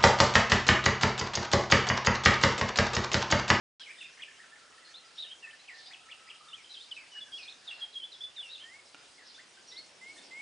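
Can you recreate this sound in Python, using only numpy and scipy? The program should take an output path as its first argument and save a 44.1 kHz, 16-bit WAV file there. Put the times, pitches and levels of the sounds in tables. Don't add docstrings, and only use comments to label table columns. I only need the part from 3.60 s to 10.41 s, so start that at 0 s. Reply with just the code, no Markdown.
import sys
import numpy as np
from scipy import signal
from scipy.io import wavfile
from scipy.ndimage import uniform_filter1d

SR = 44100
rng = np.random.default_rng(int(sys.argv[2]) if len(sys.argv) > 2 else 0)


def put_to_file(sound):
    columns = np.atleast_2d(sound).T
    safe = np.clip(columns, -1, 1)
    whole_steps = np.round(safe * 32767)
    wavfile.write(sys.argv[1], SR, whole_steps.astype(np.int16))


N = 300321
TIME = np.arange(N) / SR
ALONG = np.linspace(0, 1, 41)


def piper():
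    # start in seconds, length in seconds, held pitch in Hz, drop onto it in Hz, glide in Hz,
    # loudest point as a share of the length, level in dB.
    piping = [ (1.825, 0.0374, 2682, 4, -330, .65, -41.5), (2.927, 0.026, 3080, 1, 803, 0.35, -39),
              (3.312, 0.019, 2907, 549, -150, 0.39, -35), (3.515, 0.025, 2970, 62, -62, .4, -51),
              (3.532, 0.066, 2907, -3, 22, 0.88, -40.5), (3.604, 0.043, 3407, 358, 9, 0.51, -44),
              (3.72, 0.036, 3238, 104, 27, 0.75, -41.5), (3.752, 0.027, 3350, -5, 124, 0.64, -41),
              (4.205, 0.056, 3260, 137, -77, 0.62, -37.5), (4.339, 0.049, 3260, 349, 4, 0.75, -38),
              (4.39, 0.017, 3270, -2, -54, 0.7, -39.5), (4.408, 0.037, 3090, 5, 78, 0.88, -43.5),
              (4.431, 0.033, 3430, -200, 0.5, 0.67, -40), (4.606, 0.054, 3467, -140, 30, 0.79, -36.5),
              (4.762, 0.06, 3530, 480, -300, .9, -38.5), ]
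    # start of a pip in seconds, level in dB.
    pips = [(3.043, -51), (3.058, -55), (3.075, -53), (3.093, -51), (3.109, -51)]
    notes = [pipe(*row) for row in piping]
    notes += [sweep(s, length=.0075, hz=3150, glide_hz=0, level_db=db, ends_db=-1) for s, db in pips]
    voice = syrinx(notes, waver=.008, flutter_db=2.2, edge_s=.0025, rasp=.1)
    trunk_echo = from_db(-12) * np.roll(voice, int(.011 * SR))
    return woodland(voice + trunk_echo, direct_db=-1.3, scatter_db=-11.5, t60=.41, build_s=.004, width=.18)


def pipe(s, length, held_hz, drop_hz, glide_hz, crest, level_db):
    settle_s, swell_db, fade_db = .00612, 11.5, 8.5
    t, crest = length * ALONG, np.clip(crest, .1, .9)
    hz = held_hz + drop_hz * np.exp(-t / settle_s) + glide_hz * (ALONG - .5)
    swelling = swell_db * (1 - ALONG / crest) ** 2
    fading = fade_db * ((ALONG - crest) / (1 - crest)) ** 2
    return np.column_stack([s + t, hz, level_db - np.where(ALONG < crest, swelling, fading)])


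def arch(s, length, first_hz, middle_hz, last_hz, level_db, ends_db):
    bow = 4 * ALONG * (1 - ALONG)
    hz = first_hz + (last_hz - first_hz) * ALONG + (middle_hz - (first_hz + last_hz) / 2) * bow
    return np.column_stack([s + length * ALONG, hz, level_db + ends_db * (1 - bow)])


def sweep(s, length, hz, glide_hz, level_db, ends_db):
    return arch(s, length, hz - glide_hz / 2, hz, hz + glide_hz / 2, level_db, ends_db)


def slur(s, length, first_hz, last_hz, settle_s, level_db):
    attack_s, rise_db, fade_db_per_s = .008, 6, 120
    t = length * ALONG
    fallen = 1 - np.exp(-t / settle_s)
    hz = first_hz + (last_hz - first_hz) * fallen / fallen[-1]
    below_db = rise_db * np.maximum(1 - t / attack_s, 0) + fade_db_per_s * t
    return np.column_stack([s + t, hz, level_db - below_db])


def syrinx(notes, waver, flutter_db, edge_s, trill_db=0, rasp=0):
    trill_hz, sheen_above_hz = 167.3, 5512
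    tremble = 1 + waver * drift(120)
    strength_db = flutter_db * drift(60)
    jitter = rasp * drift(450)
    out = np.zeros(N)
    for note in notes:
        start, end = note[0][0], note[-1][0]
        span = slice(max(int((start - edge_s) * SR), 0), int((end + edge_s) * SR))
        t = TIME[span]
        hz, level_db = in_time(note, t)
        hz = uniform_filter1d(hz, size=160) * tremble[span]
        phase = 2 * np.pi * np.cumsum(hz) / SR + jitter[span]
        opening = np.clip(np.minimum(t - start, end - t) / (2 * edge_s) + .5, 0, 1)
        throb_db = trill_db * np.cos(2 * np.pi * trill_hz * (t - start))
        envelope = np.sin(np.pi / 2 * opening) ** 2 * from_db(level_db + strength_db[span] + throb_db)
        sheen_db = -21 - .0075 * np.maximum(hz - 2200, 0)
        sheen = from_db(sheen_db) * np.sin(phase + 2 * np.pi * sheen_above_hz * t)
        out[span] += np.sqrt(2) * envelope * (np.sin(phase) + sheen)
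    return out


def warbler():
    # start and length in seconds, first, middle and last pitch in Hz, level in dB.
    warble = [ (0.191, 0.05, 3235, 3260, 2880, -48.5), (0.289, 0.0314, 2196, 2340, 2510, -47),
              (0.378, 0.088, 3490, 3600, 3600, -53), (1.342, 0.044, 3400, 3980, 4260, -48),
              (1.58, 0.038, 3595, 3830, 3815, -41), (1.624, 0.017, 3750, 3670, 3520, -37.5),
              (1.64, 0.015, 3420, 3260, 3020, -46.5), (1.664, 0.033, 2780, 2834, 3060, -50.5),
              (1.696, 0.04, 2980, 3206, 3200, -45.5), (3.096, 0.036, 4050, 3990, 3880, -48.5),
              (3.142, 0.014, 3810, 3550, 3200, -44), (3.168, 0.017, 3230, 3210, 3150, -44.5),
              (3.85, 0.048, 2440, 2500, 2620, -51), (4.328, 0.016, 3910, 3900, 3700, -52.5),
              (4.892, 0.072, 3514, 3890, 3370, -45), (4.982, 0.0664, 2610, 3070, 3180, -49.5),
              (6.114, 0.02, 3500, 3920, 3900, -49.5), ]
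    # seconds into the call, pitch in Hz, relative level in dB.
    hook_shape = [(0, 3387, -4), (.012, 3600, 4), (.033, 4350, -13.5), (.052, 3490, -8)]
    # start of a hooked call in seconds, level in dB.
    hooks = [(2.259, -50.5), (3.199, -46.5), (3.878, -44.5)]
    # start and length in seconds, first and last pitch in Hz, settling in seconds, level in dB.
    slurs = [ (0.263, 0.03, 2420, 2027, 0.017, -45.5), (0.407, 0.026, 2930, 2407, 0.042, -43),
             (0.441, 0.031, 2864, 2393, 0.035, -48), (2.079, 0.14, 3200, 1798, 0.014, -45.5),
             (2.969, 0.06, 2550, 2040, .070, -56), (3.364, 0.032, 2704, 2243, 0.044, -42.5),
             (3.407, 0.039, 2310, 1970, 0.08, -56), (3.777, 0.065, 3100, 2450, 0.015, -44.5),
             (4.072, 0.03, 3860, 3300, 0.03, -40.5), (4.105, 0.034, 2903, 2700, 0.021, -42.5),
             (4.518, 0.039, 4110, 3350, 0.085, -45.5), (4.823, 0.08, 3300, 2747, 0.011, -44), ]
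    # time in seconds, pitch in Hz, level in dB.
    flick = [(6.154, 3100, -57), (6.169, 3850, -46), (6.181, 4400, -45), (6.192, 4400, -41),
             (6.203, 4270, -46)]
    rough_notes = [arch(*row, ends_db=-1) for row in warble]
    rough_notes += [np.add(hook_shape, (s, 0, db)) for s, db in hooks]
    clean_notes = [slur(*row) for row in slurs] + [flick]
    rough = syrinx(rough_notes, waver=.018, flutter_db=2.3, edge_s=.003, trill_db=1.5, rasp=.36)
    clean = syrinx(clean_notes, waver=.014, flutter_db=2, edge_s=.003, trill_db=1.5, rasp=.3)
    return (woodland(rough, direct_db=-2.3, scatter_db=-6, t60=.3, build_s=.003, width=.34)
            + woodland(clean, direct_db=-1.8, scatter_db=-6.5, t60=.38, build_s=.004, width=.34))


def twitterer():
    # start and length in seconds, first, middle and last pitch in Hz, level in dB.
    sweeps = [ (0.311, 0.0092, 2210, 1870, 1560, -54.5), (0.572, 0.01, 2374, 2080, 1700, -55),
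              (0.709, 0.0087, 2350, 1970, 1570, -54), (0.837, 0.01, 2160, 1760, 1430, -58),
              (0.957, 0.012, 2320, 1930, 1590, -57.5), (1.871, 0.043, 2082, 1873, 3380, -54),
              (4.754, 0.036, 2986, 2095, 1480, -61.5), (5.581, 0.054, 2116, 1934, 1654, -59.5),
              (5.779, 0.025, 1436, 1690, 2080, -57), ]
    # start and length in seconds, top pitch in Hz, level in dB.
    peeps = [(0.674, 0.019, 1763, -55.5), (0.789, 0.037, 1847, -56), (0.918, 0.026, 1770, -57),
             (1.175, 0.019, 1846, -59.5), (1.64, 0.017, 1813, -60), (1.826, 0.044, 1886, -56),
             (1.927, 0.032, 1810, -55), (3.551, 0.032, 1798, -53), (3.658, 0.036, 1698, -58),
             (5.972, 0.014, 1644, -56), (6.558, 0.04, 1875, -58.5)]
    # start of a chip's downstroke in seconds, level in dB.
    chips = [(0.622, -38.5), (2.335, -40.5), (2.514, -41), (2.701, -43)]
    # offset and length in seconds, first and last pitch in Hz, trim in dB.
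    strokes = [(-.026, 0.019, 1784, 2546, -14.5), (0, 0.0167, 3340, 2560, -7.5)]
    sag_hz = 199
    notes = [arch(*row, ends_db=3.5) for row in sweeps]
    notes += [arch(s, length, hz - sag_hz, hz, hz - sag_hz, db, ends_db=-7) for s, length, hz, db in peeps]
    notes += [sweep(s + offset, length, (first + last) / 2, last - first, db + trim_db, ends_db=5.5)
              for s, db in chips for offset, length, first, last, trim_db in strokes]
    voice = syrinx(notes, waver=.029, flutter_db=2, edge_s=.002696, rasp=.25)
    return woodland(voice, direct_db=0, scatter_db=-3.5, t60=.29, build_s=.0028, width=.25)


def whistler():
    # start and length in seconds, centre pitch in Hz, rise in Hz, level in dB.
    whistles = [(5.033, 0.065, 1840, 130, -50), (5.096, 0.081, 2110, 320, -49.5),
                (5.185, 0.021, 2193, 4, -50.5), (6.117, 0.095, 2083, 220, -53.5),
                (6.413, 0.12, 2147, 236, -46.5), (6.711, 0.17, 2207, 330, -42)]
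    notes = [sweep(*row, ends_db=-4.5) for row in whistles]
    voice = syrinx(notes, waver=.0027, flutter_db=2, edge_s=.0064)
    return woodland(voice, direct_db=-3.5, scatter_db=-15.5, t60=.87, build_s=.022, width=.3)


def far_birds():
    # start and length in seconds, centre pitch in Hz, glide in Hz, level in dB.
    far_chirps = [ (1.248, 0.055, 4260, 111, -49.5), (1.448, 0.025, 4880, -170, -53.5),
                  (1.557, 0.039, 5500, 50, -54.5), (1.995, 0.025, 4000, 304, -52.5),
                  (2.667, 0.018, 4960, -2, -51), (2.751, 0.016, 3010, -400, -47.5),
                  (2.886, 0.04, 3580, -150, -47.5), (3.833, 0.012, 4100, -400, -41.5),
                  (5.269, .035, 4020, 292, -57), (5.379, 0.052, 4960, 98, -58),
                  (5.746, 0.02, 3525, 98, -45.5), (6.083, 0.069, 5550, -47, -51.5),
                  (6.577, 0.017, 3590, 300.5, -47), ]
    # start and length in seconds, first, middle and last pitch in Hz, level in dB.
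    far_rasps = [ (1.258, 0.046, 4300, 4900, 4070, -55.5), (1.559, 0.028, 3410, 3200, 3450, -48.5),
                 (2.146, 0.075, 3700, 5300, 3850, -52), (3.12, 0.07, 4930, 5000, 3850, -58),
                 (3.781, 0.06, 3900, 5320, 3930, -52.5), (4.57, 0.08, 5060, 5360, 4060, -53.5),
                 (4.9, 0.07, 3500, 3950, 3300, -49.5), (5.645, 0.06, 3900, 5330, 4090, -50),
                 (6.073, 0.041, 5600, 5500, 3780, -51), ]
    # start and length in seconds, centre pitch in Hz, glide in Hz, level in dB.
    far_cries = [(0.756, 0.79, 1337, 9, -69.5), (2.052, 0.36, 758, -39, -73), (2.415, 0.53, 1287, -20, -66)]
    chirps = syrinx([sweep(*row, ends_db=5) for row in far_chirps],
                    waver=.017, flutter_db=2.5, edge_s=.0029, rasp=.3)
    rasps = syrinx([arch(*row, ends_db=-1) for row in far_rasps],
                   waver=.035, flutter_db=2.5, edge_s=.005, rasp=.85)
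    cries = syrinx([sweep(*row, ends_db=1.5) for row in far_cries], waver=.0447, flutter_db=4, edge_s=.037)
    return (woodland(chirps, direct_db=-9, scatter_db=-11.5, t60=.53, build_s=.0051, width=.35)
            + woodland(rasps, direct_db=-9, scatter_db=-10, t60=.24, build_s=.0044, width=.35)
            + woodland(cries, direct_db=-2.5, scatter_db=-4, t60=.56, build_s=.0071, width=.28))


def distant_chorus():
    # time in seconds, level in dB.
    mid_ride = [(.7, -60.5), (1.0, -68.5), (1.6, -68.5), (2.7, -64), (3.2, -66), (5.5, -79), (6.7, -63)]
    low_ride = [(.2, -59.5), (.9, -79), (1.2, -63), (1.6, -72.5), (3.9, -83)]
    thin_ride = [(.2, -64.5), (1.1, -70.5), (2.6, -69.5), (3.6, -63), (4.3, -70), (6.5, -65.5)]
    return (flock(flurry_ride(), centre_hz=4350, spread=.3, direct_db=-8, rasp=.85, count=480)
            + flock(mid_ride, centre_hz=2720, spread=.25, direct_db=-6.5, rasp=1.2, count=300)
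            + flock(low_ride, centre_hz=1702, spread=.178, direct_db=10, rasp=.4, count=110)
            + flock(thin_ride, centre_hz=5150, spread=.17, direct_db=-6, rasp=.7, count=400))


def flurry_ride():
    # start and length of a flurry in seconds, level in dB.
    flurries = [(0.192, 0.037, -55), (1.28, 0.05, -62), (1.56, 0.019, -59), (2.186, 0.1, -54.5),
                (3.12, 0.26, -63), (3.78, 0.069, -56), (4.058, 0.18, -59), (4.9, 0.074, -60),
                (5.676, 0.1, -60), (6.083, 0.073, -60.5), (6.496, 0.22, -60.5)]
    rest_db, fade_db_per_s = -79, 203
    t = np.linspace(0, N / SR, 700)
    flares = [db - fade_db_per_s * np.maximum(np.abs(t - s - length / 2) - length / 2, 0)
              for s, length, db in flurries]
    return np.column_stack([t, np.maximum(np.max(flares, axis=0), rest_db)])


def flock(ride, centre_hz, spread, direct_db, rasp, count):
    notes, note_s = [], .02234
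    for k, (when, up, down, slope) in enumerate(rng.random((count, 4))):
        s = (k + when) / count * N / SR
        hz = centre_hz * np.exp(spread * (up - down))
        glide = np.exp(.1411 * (2 * slope - 1))
        notes.append([(s, hz / glide, 0), (s + note_s, hz * glide, 0)])
    voices = syrinx(notes, waver=.0269, flutter_db=3, edge_s=.004, rasp=rasp)
    blurred = woodland(voices, direct_db, scatter_db=0, t60=.25, build_s=.008, width=.45)
    return fader(ride) * rms_one(blurred)


def twig():
    # time of a knock in seconds, level in dB.
    knocks = [(5.346, -43), (5.353, -49)]
    # frequency of a mode in Hz, level in dB, seconds to decay by 60 dB.
    modes = [(323, -10.5, 0.06), (720, 8, 0.0043), (1380, 1.5, 0.036), (2385, 1, 0.02), (2770, 0, 0.025)]
    clicks, wood = np.full(N, 1e-18), 0
    for s, level_db in knocks:
        clicks[round(s * SR)] = from_db(level_db)
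    for hz, level_db, t60 in modes:
        radius, angle = from_db(-60 / (t60 * SR)), 2 * np.pi * hz / SR
        ring = signal.lfilter([.5, 0, -.5], [1, -2 * radius * np.cos(angle), radius * radius], clicks)
        wood = wood + from_db(level_db) * ring
    return woodland(wood, direct_db=-4, scatter_db=-6.5, t60=.56, build_s=.04, width=.3)


def woodland(x, direct_db, scatter_db, t60, build_s, width):
    leaf_cut_hz, leaf_loss_db_per_s = 3200, 70
    t = TIME[:SR // 2]
    cloud = rng.standard_normal((2, len(t))) * (1 - np.exp(-t / build_s)) * from_db(-60 * t / t60)
    cloud = cloud / np.sqrt(np.sum(cloud ** 2, axis=1, keepdims=True))
    dull = signal.sosfiltfilt(signal.butter(4, leaf_cut_hz, fs=SR, output="sos"), cloud)
    mid, side = dull + (cloud - dull) * from_db(-leaf_loss_db_per_s * t)
    paths = (mid + width * side * np.array([[1], [-1]])).astype(np.float32)
    echoes = signal.fftconvolve(x[None].astype(np.float32), paths, axes=1)[:, :N]
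    return from_db(direct_db) * x + from_db(scatter_db) * echoes


def open_air():
    # frequency in Hz, relative spectral density in dB.
    hiss = [(22, -16), (36, -16.5), (55, -8.5), (110, -5.5), (200, -4.5), (500, 1.5), (750, 0.5), (1100, 0),
            (1700, 1.5), (2600, -1), (3800, 3.5), (5300, -5), (6200, -3), (6700, -7.5), (8800, -4),
            (10000, -16)]
    rush = [(100, -31.5), (200, -5.5), (300, -0.5), (450, -3.5), (800, -3)]
    whoosh = [(550, -6.5), (800, 1.5), (1200, -15.5), (1800, 9)]
    sizzle = [(7000, -3), (8300, -4.5), (10000, -3)]
    # time in seconds, level in dB.
    rush_ride = [(.3, -77.5), (3.4, -84), (3.7, -69), (3.95, -71.5), (4.15, -87.5), (5.6, -72.5),
                 (6.3, -70), (6.5, -63), (6.8, -62.5)]
    whoosh_ride = [(3.9, -79), (4.1, -59.5), (4.25, -63), (4.5, -83)]
    sizzle_ride = [(.25, -83), (.35, -61.5), (.5, -65.5), (1.0, -86.5), (3.5, -79), (3.85, -70),
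                   (4.0, -87.5), (5.9, -75), (6.6, -60.5), (6.8, -79)]
    return (from_db(-58.5) * air_noise(hiss, patchy_db=1.5)
            + fader(rush_ride) * air_noise(rush, patchy_db=1.5)
            + fader(whoosh_ride) * air_noise(whoosh, patchy_db=2)
            + fader(sizzle_ride) * air_noise(sizzle, patchy_db=6))


def air_noise(spectrum, patchy_db):
    # frequency in Hz, left-right likeness from 0 (wide) to 1 (mono).
    likeness = [(60, 0.85), (700, 0.6), (3000, 0.54), (5000, 0.79), (7000, 1)]
    edges_hz = 21 * 2 ** np.arange(0, 9.6, .5)
    mid, side, white = 0, 0, rng.standard_normal((2, 2, N))
    for k, (low, high) in enumerate(zip(edges_hz, edges_hz[1:])):
        hz = np.sqrt(low * high)
        if spectrum[0][0] < high and low < spectrum[-1][0]:
            band = signal.butter(2, [low, high], "band", fs=SR, output="sos")
            shared, apart = signal.sosfilt(band, white[k % 2])
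            alike = np.clip(at_hz(likeness, hz), 0, 1)
            gain = from_db(at_hz(spectrum, hz) + patchy_db * drift(9.5))
            mid = mid + np.sqrt(1 + alike) * gain * shared
            side = side + np.sqrt(1 - alike) * gain * apart
    return rms_one(np.array([mid + side, mid - side]))


def drift(rate_hz):
    step, run_in = 20, 2000
    pole = np.exp(-2 * np.pi * step * rate_hz / SR)
    white = rng.standard_normal(N // step + run_in + 2)
    slow = signal.lfilter([1], [1, -2 * pole, pole * pole], white)[run_in:]
    return np.interp(np.arange(N) / step, np.arange(len(slow)), rms_one(slow))


def from_db(db):
    return np.exp(np.log(10) / 20 * np.asarray(db))


def rms_one(x):
    return x / np.sqrt(np.mean(x ** 2) + 1e-20)


def in_time(rows, t=TIME):
    s, *columns = np.transpose(rows)
    return [np.interp(t, s, c) for c in columns]


def fader(ride):
    return from_db(in_time(ride)[0])


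def at_hz(points, hz):
    f, value = np.transpose(points)
    return np.interp(np.log(hz), np.log(f), value)


def scene():
    birds = piper() + twitterer() + whistler() + warbler() + far_birds() + distant_chorus()
    return (birds + twig() + open_air()) * from_db([[-.25], [.25]])


def record(dry):
    start_s, cutoff_hz = .197, 9948
    low_pass = signal.ellip(12, .2, 70, cutoff_hz, fs=SR, output="sos")
    return signal.sosfilt(low_pass, dry * (TIME >= start_s))


dry = scene()
out = record(dry)
put_to_file(out)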